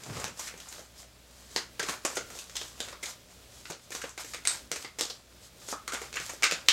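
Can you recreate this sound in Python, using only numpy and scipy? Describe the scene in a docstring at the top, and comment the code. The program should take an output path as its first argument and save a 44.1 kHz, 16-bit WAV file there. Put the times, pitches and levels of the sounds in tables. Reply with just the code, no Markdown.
"""Overhand card shuffle in a bedroom

Packets of cards snap and slap onto the pack: short noise rattles through four groups of resonances.
Faces slide on faces and edges scrape and tick: coloured noise swelling and fading with each stroke.
The pack lands in the palm with damped low sines; the mattress gives lumpy low noise early on.
A small room answers contacts and slides with decaying noise, over mains hum, hiss and ventilation.
The two channels are alike."""
import sys
import numpy as np
from scipy import signal
from scipy.fft import rfft, irfft, next_fast_len
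from scipy.io import wavfile
from scipy.ndimage import uniform_filter1d, map_coordinates

SR = 44100
rng = np.random.default_rng(int(sys.argv[2]) if len(sys.argv) > 2 else 0)


def wav_record(signal):
    """Record a signal, one row per channel, as 16-bit PCM in the file named by sys.argv[1]."""
    frames = np.transpose(np.atleast_2d(signal))
    bounded = np.clip(frames, -1, 1)
    # unit amplitude maps onto the largest positive 16-bit level
    quanta = np.round(bounded * 32767).astype(np.int16)
    wavfile.write(sys.argv[1], SR, quanta)


N = 296352

# Card contacts. Each row: start in seconds, base level in dB, hollow slap over it in dB,
# tilt in dB (edge up and flap down by this much), corner snap over the base in dB,
# rattle duration in seconds, own ring in Hz, own ring level in dB.
CONTACTS = [(0.036, -29, 0, 4.5, 1, 0.0032, 593, 4), (0.063, -35, 11, 7, -5, 0.0025, 1350, 7),
            (0.099, -31.0, 5.5, -2.5, -9, 0.0016, 1080, 14.5), (0.168, -28, 9, 4, -5, 0.002, 1260, 11),
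            (0.198, -28, 6, 9, -1.0, 0.0041, 1200, 13), (0.209, -32, 10, 2, -4.0, 0.0074, 1400, 8),
            (0.243, -13.5, -6.5, 1.5, -3.5, 0.0005, 834, 13.5), (0.266, -33, 3, -8, -11, 0.0023, 1430, 6),
            (0.2792, -28.5, 8, 5, -3, 0.0048, 2800, 13), (0.373, -38, 7, 8, -7, 0.0047, 980, 1),
            (0.393, -21, -7, 7.5, -9, 0.0078, 1020, 12), (0.443, -36, -11.5, 1.5, 6, 0.0034, 1750, 13),
            (0.47, -21.5, -24, 1.5, -4, 0.014, 2020, 7), (0.487, -29, -15, -4, -2, 0.004, 2500, 6),
            (0.5106, -36, 1, -7, -5, 0.005, 300, 3), (0.54, -37, 8, -6, -8, 0.0019, 300, 3),
            (0.576, -39, 7, 5, -4, 0.0019, 6590, 11), (0.6015, -30, -4.5, 4.5, 3.5, 0.0035, 2870, 7),
            (0.685, -37.5, -8, 12.5, -4, 0.0055, 7400, 5), (0.725, -26.5, -16, 3.5, -1, 0.0064, 870, 9),
            (0.782, -36, 6.5, -1, 1.5, 0.003, 6410, 6), (0.793, -39.5, 14.5, 4, 6, 0.0046, 6410, 8),
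            (1.029, -35, -4, 2, -1, 0.0028, 640, 9), (1.512, -35.5, -4, 3, -4, 0.002, 1750, 5),
            (1.562, -12.5, 2.5, -1.5, 6, 0.0019, 690, 4.0), (1.574, -18, -4, 0, -14, 0.004, 2020, 5.0),
            (1.795, -14.0, -2, 0.5, 1, 0.0063, 1630, 12.5), (1.828, -16, -8.0, -1.5, -3.0, 0.0077, 390, 10),
            (1.886, -14.5, -3, -1.5, -3, 0.0056, 1090, 9), (1.895, -15.5, -0.5, 0.5, -3, 0.0028, 6800, 1),
            (2.05, -8, 0.5, 2.5, -4.5, 0.0054, 1080, 6.0), (2.152, -23, -25, 8, -4, 0.016, 1560, 14),
            (2.169, -13.0, 5.0, 1.5, -2.5, 0.0058, 1440, 8), (2.302, -27, 2, 2.5, -10, 0.0056, 1350, 9),
            (2.352, -30.5, 3, 1, -1, 0.004, 5230, 7), (2.3884, -28.5, -5, 8.5, 2.5, 0.0037, 2640, 17),
            (2.496, -27.5, -8, -1.5, -1, 0.0032, 6050, 4), (2.554, -24, -5.5, 3, 4, 0.0076, 870, 12),
            (2.5653, -16.0, -18, 4, 4, 0.0062, 6590, -1), (2.6124, -22.5, 0, 0, 4.5, 0.0064, 1060, 7.5),
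            (2.8034, -18, 1, 1.5, 4.5, 0.0021, 1600, 8.0), (2.878, -33, 1, 0, -3.5, 0.0037, 555, 11),
            (2.885, -24, -11.0, -1.5, -5, 0.0032, 1310, 1.0), (2.927, -31.5, 5.5, -8, 3, 0.0059, 1020, 12),
            (3.028, -21, -1.5, 6, -0.5, 0.018, 2150, 19), (3.057, -28, -11, 5, 10, 0.0055, 6550, 6),
            (3.655, -31, -1, -8.5, 6, 0.0019, 2660, 4), (3.7, -21.5, 8, 3.5, -5, 0.0098, 1330, 9.5),
            (3.722, -30, -18.5, 1.0, 9, 0.0013, 1310, 1), (3.9055, -28.5, 3.5, 6.5, -4, 0.0028, 2400, 8.0),
            (3.9184, -19, -7, 0.5, -5, 0.011, 690, 2), (3.9497, -18.5, -1, 1, -1, 0.0044, 1190, 3),
            (4.016, -21, -15.0, 0, -7, 0.0068, 1560, 11.5), (4.0384, -23, 6, -3.0, -4.5, 0.0078, 1040, 6),
            (4.093, -38, -8, 14.5, 0.0, 0.0021, 1200, 11), (4.177, -19.5, -5, -1.5, -4.5, 0.0046, 3700, 0),
            (4.2456, -24.5, -3, 1, -7, 0.0049, 368, -1), (4.336, -19.5, -18, -1, -4, 0.003, 3260, -7),
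            (4.345, -18, -5.5, 0.5, -4, 0.0033, 440, 5.5), (4.4522, -15, -11, 1.5, -4, 0.0033, 2080, 8.0),
            (4.473, -9, -16, 1, 6, 0.0018, 8480, 19), (4.716, -10.5, -6, 2.5, -2, 0.0013, 1080, 2),
            (4.759, -18.5, -4, 0.5, -4, 0.0068, 450, 4), (4.825, -26, -19.5, 3, -3.5, 0.0032, 1230, -2),
            (4.8463, -26.5, 6, -5.5, 5.5, 0.0073, 2140, 3),
            (4.9866, -19.5, -0.5, 0.5, -2.0, 0.0038, 3810, 6.0),
            (4.9908, -16, -5, 1.5, -3, 0.0097, 5300, 11), (5.0098, -11.5, 1, 6, 5.5, 0.0012, 1730, 3),
            (5.051, -25.5, 3, 3, 3, 0.005, 480, 1.5), (5.0984, -29, 4.5, 3, 11.5, 0.013, 1190, 11.0),
            (5.686, -22, 2, 4.5, -6, 0.0038, 4420, -3), (5.715, -26.5, -11, 10, 4, 0.0035, 1510, 17),
            (5.727, -33.5, 20.5, -1, -3.5, 0.002, 1270, 21),
            (5.878, -14.5, -10, 0.5, -1.5, 0.0033, 1300, 9), (5.921, -19, -2, 0, -3, 0.0051, 1430, 15),
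            (5.9342, -22.5, 4.5, 6.5, 3.5, 0.0041, 2140, 10.0),
            (5.942, -20.5, -7.5, 4.5, 0.5, 0.0023, 820, 9), (5.948, -27.5, 5, -14.5, -8.0, 0.0013, 3560, 8),
            (6.016, -24, 4.5, 2, -6, 0.0042, 2120, 11.5), (6.128, -22.5, -9, -0.5, -4, 0.0017, 2140, 5),
            (6.141, -25, -3, 0, 4.5, 0.0017, 2620, 0), (6.156, -16.5, -8, 0, -4, 0.011, 2170, 7),
            (6.1694, -23.5, -4.0, -14.5, -1.0, 0.004, 1553, 3), (6.2, -24, 6, 4.5, 2, 0.0028, 734, 4.0),
            (6.294, -20, -6, 1.5, -6, 0.01, 950, 14), (6.3354, -33, 11, 8, 0.5, 0.0016, 410, -1),
            (6.424, -14, -13, -2, -2, 0.0024, 730, 10), (6.432, -5.5, -14, -0.5, -6, 0.0037, 2330, 10),
            (6.4393, -4.5, -12, -1, 3.5, 0.0046, 1540, 8.5), (6.511, -12.0, -9, -1, 1.5, 0.0028, 2600, 8),
            (6.522, -12.5, 3, -1, 2, 0.0013, 7200, 7), (6.662, -36, 1, 3.0, 1.5, 0.0023, 3920, 4),
            (6.686, 0.5, -12.5, 0, 3.5, 0.0015, 3050, 8.5)]
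# Resonances, before their skirts are steepened. Each row: centre in Hz, width in Hz, level in dB.
HOLLOW_MODES = [(356, 514, 8.5), (468, 98, -7), (690, 800, 3)]  # air squeezed between packets
FLAP_MODES = [(1254, 1460, 0), (1706, 1540, -5.3), (2346, 1600, -1.5)]  # cards bending
SNAP_MODES = [(3120, 1350, -5.5), (3904, 2800, 7), (5110, 2100, -1)]  # stiff card corners
EDGE_MODES = [(6370, 2800, 12), (7040, 1900, 0), (8280, 2300, 4), (11000, 7600, 8)]  # edges catching
# Two bare walls. Values: round trip in seconds, gain per trip in dB, band centre in Hz,
# band width in Hz, flutter level in dB before the first trip's loss.
FLUTTER = (.0135, -3, 1300, 350, -6)
# Room decay. Each row: frequency in Hz, time to fall 60 dB in seconds.
ROOM_T60_S = [(200, 0.22), (950, 0.21), (1300, 0.35), (1750, 0.26), (4000, 0.24), (8000, 0.21),
              (14000, 0.17)]
# Bedding absorbs some of the room's answer to contacts. 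Each row: frequency in Hz, gain in dB.
SOFT_DB = [(300, -4.5), (8800, -1.5), (10000, -5.5), (16000, -7)]
# Pack landing in the palm. Each row: start in seconds, level in dB before the soft onset.
THUDS = [(1.562, -49.5), (1.796, -45), (1.884, -41), (3.699, -41), (4.037, -48), (4.715, -47), (5.726, -52),
         (6.197, -47), (6.521, -39.5)]
# Packets and fingers sliding over the deck. Each row: middle in seconds, length in seconds,
# hiss of faces in dB, scrape of edges in dB.
STROKES = [(0.055, 0.18, -56, -58), (0.195, 0.15, -48, -44), (0.408, 0.069, -44.5, -48),
           (.47, 0.074, -46.5, -56), (0.613, 0.12, -58, -61), (0.748, 0.17, -53, -57), (1.0, .06, -52, -63),
           (1.405, 0.18, -62, -71.5), (1.567, 0.12, -52, -63), (1.906, 0.11, -43.5, -43.5),
           (2.122, 0.14, -48.5, -50.5), (2.378, 0.15, -49, -57), (2.634, 0.19, -50, -60),
           (2.855, 0.15, -53, -55.5), (3.086, 0.085, -44.5, -50.5), (3.33, 0.076, -61, -70),
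           (3.576, 0.13, -57, -70), (3.695, 0.069, -53, -70), (3.844, 0.058, -62, -81),
           (3.958, 0.071, -46, -57), (4.044, 0.12, -54, -52), (4.205, 0.037, -43, -47),
           (4.294, 0.15, -50, -63.5), (4.531, 0.12, -44, -47.5), (4.805, 0.1, -51, -58),
           (5.08, .14, -54, -62), (5.451, 0.065, -56, -70), (5.632, 0.066, -55, -64),
           (5.708, 0.064, -41, -55), (5.97, 0.084, -53, -50), (6.05, 0.084, -52, -52),
           (6.26, 0.17, -46.5, -53.5), (6.53, 0.21, -55, -50.5)]
# Hands merely holding the deck. Values: hiss in dB, scrape in dB.
HOLD_DB = (-66, -66)
# Noise spectra, shape only. Each row: frequency in Hz, density in dB per Hz.
FACES_SPECTRUM_DB = [(880, -15), (1500, -19), (2060, -26), (3150, -1.5), (3660, 0.5), (7540, 3), (9750, -6),
                     (11900, -5.5), (16000, -21)]
SCRAPE_SPECTRUM_DB = [(120, -41), (200, -7), (867, 3.5), (1620, 2), (2300, -0.5), (2550, -0.5), (4000, -9),
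                      (5200, -2), (8800, -120)]
THUMP_SPECTRUM_DB = [(29, -43), (50, -13), (129, 2.5), (353, -11), (445, -12), (700, -22), (910, -43),
                     (1540, -120)]
HISS_SPECTRUM_DB = [(15, -46), (25, -13), (64, -2.5), (127, -5), (149, -8.5), (236, -8), (363, -11),
                    (394, -9.5), (439, -11), (607, -8.5), (911, -23), (3620, -17), (16000, -28.5)]
# Soft bumps of the bed. Each row: middle in seconds, level in dB.
BUMPS = [(.03, -57), (.09, -49), (.118, -43), (.17, -50), (.205, -46), (.25, -45), (.285, -49), (.325, -52),
         (.515, -58), (.545, -51)]
# Weight leaning on the mattress. Values: middle in seconds, length in seconds, level in dB.
LEAN = (0.18, 0.28, -51)
# Mains hum. Each row: frequency in Hz, level in dB rms about which it wavers.
HUM = [(59.8, -66), (119.6, -70.5), (179.4, -73.5), (239.2, -79)]

TAIL_SAMPLES, LEAD_SAMPLES = 16384, 256  # room answer; margin ahead of each contact
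CONTACT_ROOM_DB, SLIDE_ROOM_DB = 1.5, -11.0  # the room's answer
PALM_HZ, PALM_T60_S, PALM_ONSET_S = 166, 0.11, 0.003
TICKS_PER_S, TICK_DB, TICK_SPREAD_DB = 40, 9, 3  # mean rate; level over the slide's hiss
TICK_T60_S = 0.0026
BUMP_S = 0.031
HUM_WAVER_DB, HISS_DB = 2.5, -57
TOP_HZ = 15900


def amp(db):
    """Amplitude of a level in dB."""
    return 10 ** (np.asarray(db) / 20)


def unit(x):
    """x over the root of its mean square."""
    return x / np.sqrt(np.mean(x ** 2) + 1e-20)


def along(points, hz):
    """(Hz, value) points interpolated on a log frequency axis."""
    f, v = np.transpose(points)
    return np.interp(np.log(hz + 1), np.log(f + 1), v)


def wobble(knots_per_s):
    """A smooth random curve through normally distributed knots."""
    knots = rng.standard_normal(int(N * knots_per_s / SR) + 4)
    return map_coordinates(knots, [np.arange(N) * knots_per_s / SR])


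def swell(t, middle_s, length_s):
    """A bell-shaped rise and fall, 1/e at both ends of its length."""
    return np.exp(-(2 * (t - middle_s) / length_s) ** 2)


def filtered(x, response):
    """x shaped by a response of frequency."""
    m = next_fast_len(N + 8192)
    return irfft(rfft(x, m) * response(np.fft.rfftfreq(m, 1 / SR)), m)[..., :N]


def grit(spectrum_db, grain_db, knots_per_s):
    """Coloured noise of rms 1 whose level fluctuates at random, as in rubbing."""
    noise = amp(grain_db * wobble(knots_per_s)) * rng.standard_normal(N)
    return unit(filtered(noise, lambda hz: amp(along(spectrum_db, hz))))


def tails(count):
    """Room answers of energy 1: silent until the first wall, each frequency dying at its own speed."""
    noise = rng.standard_normal((count, TAIL_SAMPLES))
    hz, t, z = signal.stft(noise, SR, nperseg=256)
    z = z * amp(-60 * t / along(ROOM_T60_S, hz)[:, None])
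    tail = signal.istft(z, SR, nperseg=256)[1][:, :TAIL_SAMPLES]
    t = np.arange(TAIL_SAMPLES) / SR
    tail = tail * np.clip((t - 0.004) / 0.0009, 0, 1)
    # early echoes arrive in lumps
    knots = rng.standard_normal((count, TAIL_SAMPLES // 128))
    lumps = uniform_filter1d(np.repeat(knots, 128, axis=1), size=64, axis=1)
    tail = tail * amp(1.26 * lumps * np.exp(-t / 0.07))
    return tail / np.linalg.norm(tail, axis=1, keepdims=True)


def resonance(f, centre_hz, width_hz):
    """Complex band-pass response, 1 at its centre."""
    damping = 1j * f * width_hz
    return damping / (centre_hz ** 2 - f * f + damping)


def contact_colour(f, levels_db, own_hz, own_db):
    """Four groups of card resonances, one own ring per contact, and random peaks and dips."""
    colour = 0
    for modes, db in zip((HOLLOW_MODES, FLAP_MODES, SNAP_MODES, EDGE_MODES), levels_db):
        ring = sum(amp(gain_db) * resonance(f, hz, width_hz) for hz, width_hz, gain_db in modes)
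        ring = ring * np.abs(ring) ** 2.7  # steeper skirts keep the groups apart
        colour = colour + amp(db) * unit(ring)
    # packet thickness sets one ring of its own
    colour = colour * (1 + (amp(own_db) - 1) * resonance(f, own_hz, 0.063 * own_hz + 120))
    # random peaks and dips in each contact's colour, closer together in the bass
    knots = rng.standard_normal((len(own_hz), 40))
    place = np.sqrt(f / f[-1]) * 39
    ripple = [np.interp(place, np.arange(40), row) for row in knots]
    return colour * amp(2.5 * np.array(ripple))


def wall_flutter(f):
    """One band bounces between two walls, a little weaker each trip; added to the direct sound."""
    trip_s, trip_db, centre_hz, width_hz, flutter_db = FLUTTER
    bounce = amp(trip_db) * np.exp(-2j * np.pi * f * trip_s)
    band = np.exp(-((f - centre_hz) / width_hz) ** 2)
    return 1 + amp(flutter_db) * band * bounce / (1 - bounce)


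def contacts():
    """Each contact is a short rattle through card resonances; walls echo it and the room smears it."""
    columns = np.transpose(CONTACTS)[:, :, None]
    start_s, base_db, slap_db, tilt_db, snap_db, duration_s, own_hz, own_db = columns
    levels_db = base_db + slap_db, base_db - tilt_db, base_db + snap_db, base_db + tilt_db
    count, size = len(start_s), 2 * TAIL_SAMPLES
    t = np.maximum(np.arange(TAIL_SAMPLES) - LEAD_SAMPLES, 0) / SR
    f = np.fft.rfftfreq(size, 1 / SR)
    u = t / (0.5 * np.maximum(duration_s, 0.0005))
    push = rfft(rng.standard_normal((count, TAIL_SAMPLES)) * u ** 0.5 * np.exp(-u), size)
    # level the spectrum: a broadband push
    push = push / np.sqrt(uniform_filter1d(np.abs(push) ** 2, size=500, axis=1))
    colour = contact_colour(f, levels_db, own_hz, own_db)
    direct = push * wall_flutter(f)
    # the answer takes the colour, not the rattle or flutter
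    answer = rfft(np.roll(tails(count), LEAD_SAMPLES, axis=1), size)
    answer = amp(CONTACT_ROOM_DB) * amp(along(SOFT_DB, f)) * answer
    heard = irfft(colour * (direct + answer))
    out = np.zeros(N + size)
    starts = np.round(start_s[:, 0] * SR).astype(int) - LEAD_SAMPLES
    for start, contact in zip(starts, heard):
        out[start:start + size] += contact
    return out[:N]


def thuds():
    """The pack lands in the palm: a soft, quickly damped low push."""
    out, t = np.zeros(N + SR), np.arange(SR // 5) / SR
    push = (1 - np.exp(-t / PALM_ONSET_S)) * np.sin(2 * np.pi * PALM_HZ * t)
    for start_s, db in THUDS:
        out[round(start_s * SR):][:len(t)] += amp(db - 60 * t / PALM_T60_S) * push
    return out[:N]


def slides():
    """Faces hiss, edges scrape and tick in each stroke, which swells and fades; the room smooths all."""
    t = np.arange(N) / SR
    face, scrape = amp(HOLD_DB)[:, None] + sum(
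        amp(db)[:, None] * swell(t, middle_s, length_s) for middle_s, length_s, *db in STROKES)
    uneven = amp(0.18 * wobble(22))
    # card edges catching at random
    caught = rng.random(N) < TICKS_PER_S / SR
    caught = caught * amp(TICK_DB + TICK_SPREAD_DB * rng.standard_normal(N))
    decay = amp(-60 * t[:SR // 100] / TICK_T60_S)
    ticks = np.convolve(caught, decay)[:N]
    ticks = ticks * grit(FACES_SPECTRUM_DB, grain_db=1.5, knots_per_s=500)
    hiss = grit(FACES_SPECTRUM_DB, grain_db=1.0, knots_per_s=580)
    rasp = grit(SCRAPE_SPECTRUM_DB, grain_db=2.5, knots_per_s=220)
    near = uneven * (face * (hiss + ticks) + scrape * rasp)
    return near + amp(SLIDE_ROOM_DB) * signal.fftconvolve(near, tails(count=1)[0])[:N]


def bedding():
    """Lumpy low thumps of the mattress and cover as the weight shifts."""
    t = np.arange(N) / SR
    level = sum(amp(db) * swell(t, middle_s, BUMP_S) for middle_s, db in BUMPS)
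    lean_middle_s, lean_length_s, lean_db = LEAN
    level = level + amp(lean_db) * swell(t, lean_middle_s, lean_length_s)
    return level * grit(THUMP_SPECTRUM_DB, grain_db=3.5, knots_per_s=35.5)


def background():
    """Mains hum wavering in level and phase, over gently fluctuating hiss and ventilation."""
    t = np.arange(N) / SR
    hum = 0
    for hz, rms_db in HUM:
        level = np.sqrt(2) * amp(rms_db + HUM_WAVER_DB * wobble(4))
        hum = hum + level * np.sin(2 * np.pi * hz * t + 0.7 * wobble(5))
    return hum + amp(HISS_DB) * grit(HISS_SPECTRUM_DB, grain_db=2.0, knots_per_s=9.1)


def scene():
    """All sources summed, the same in both channels."""
    mono = contacts() + thuds() + slides() + bedding() + background()
    return np.array([mono, mono])


def record(dry):
    """Nothing is kept at or above the band limit."""
    return filtered(dry, lambda hz: hz < TOP_HZ)


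dry = scene()
out = record(dry)
wav_record(out)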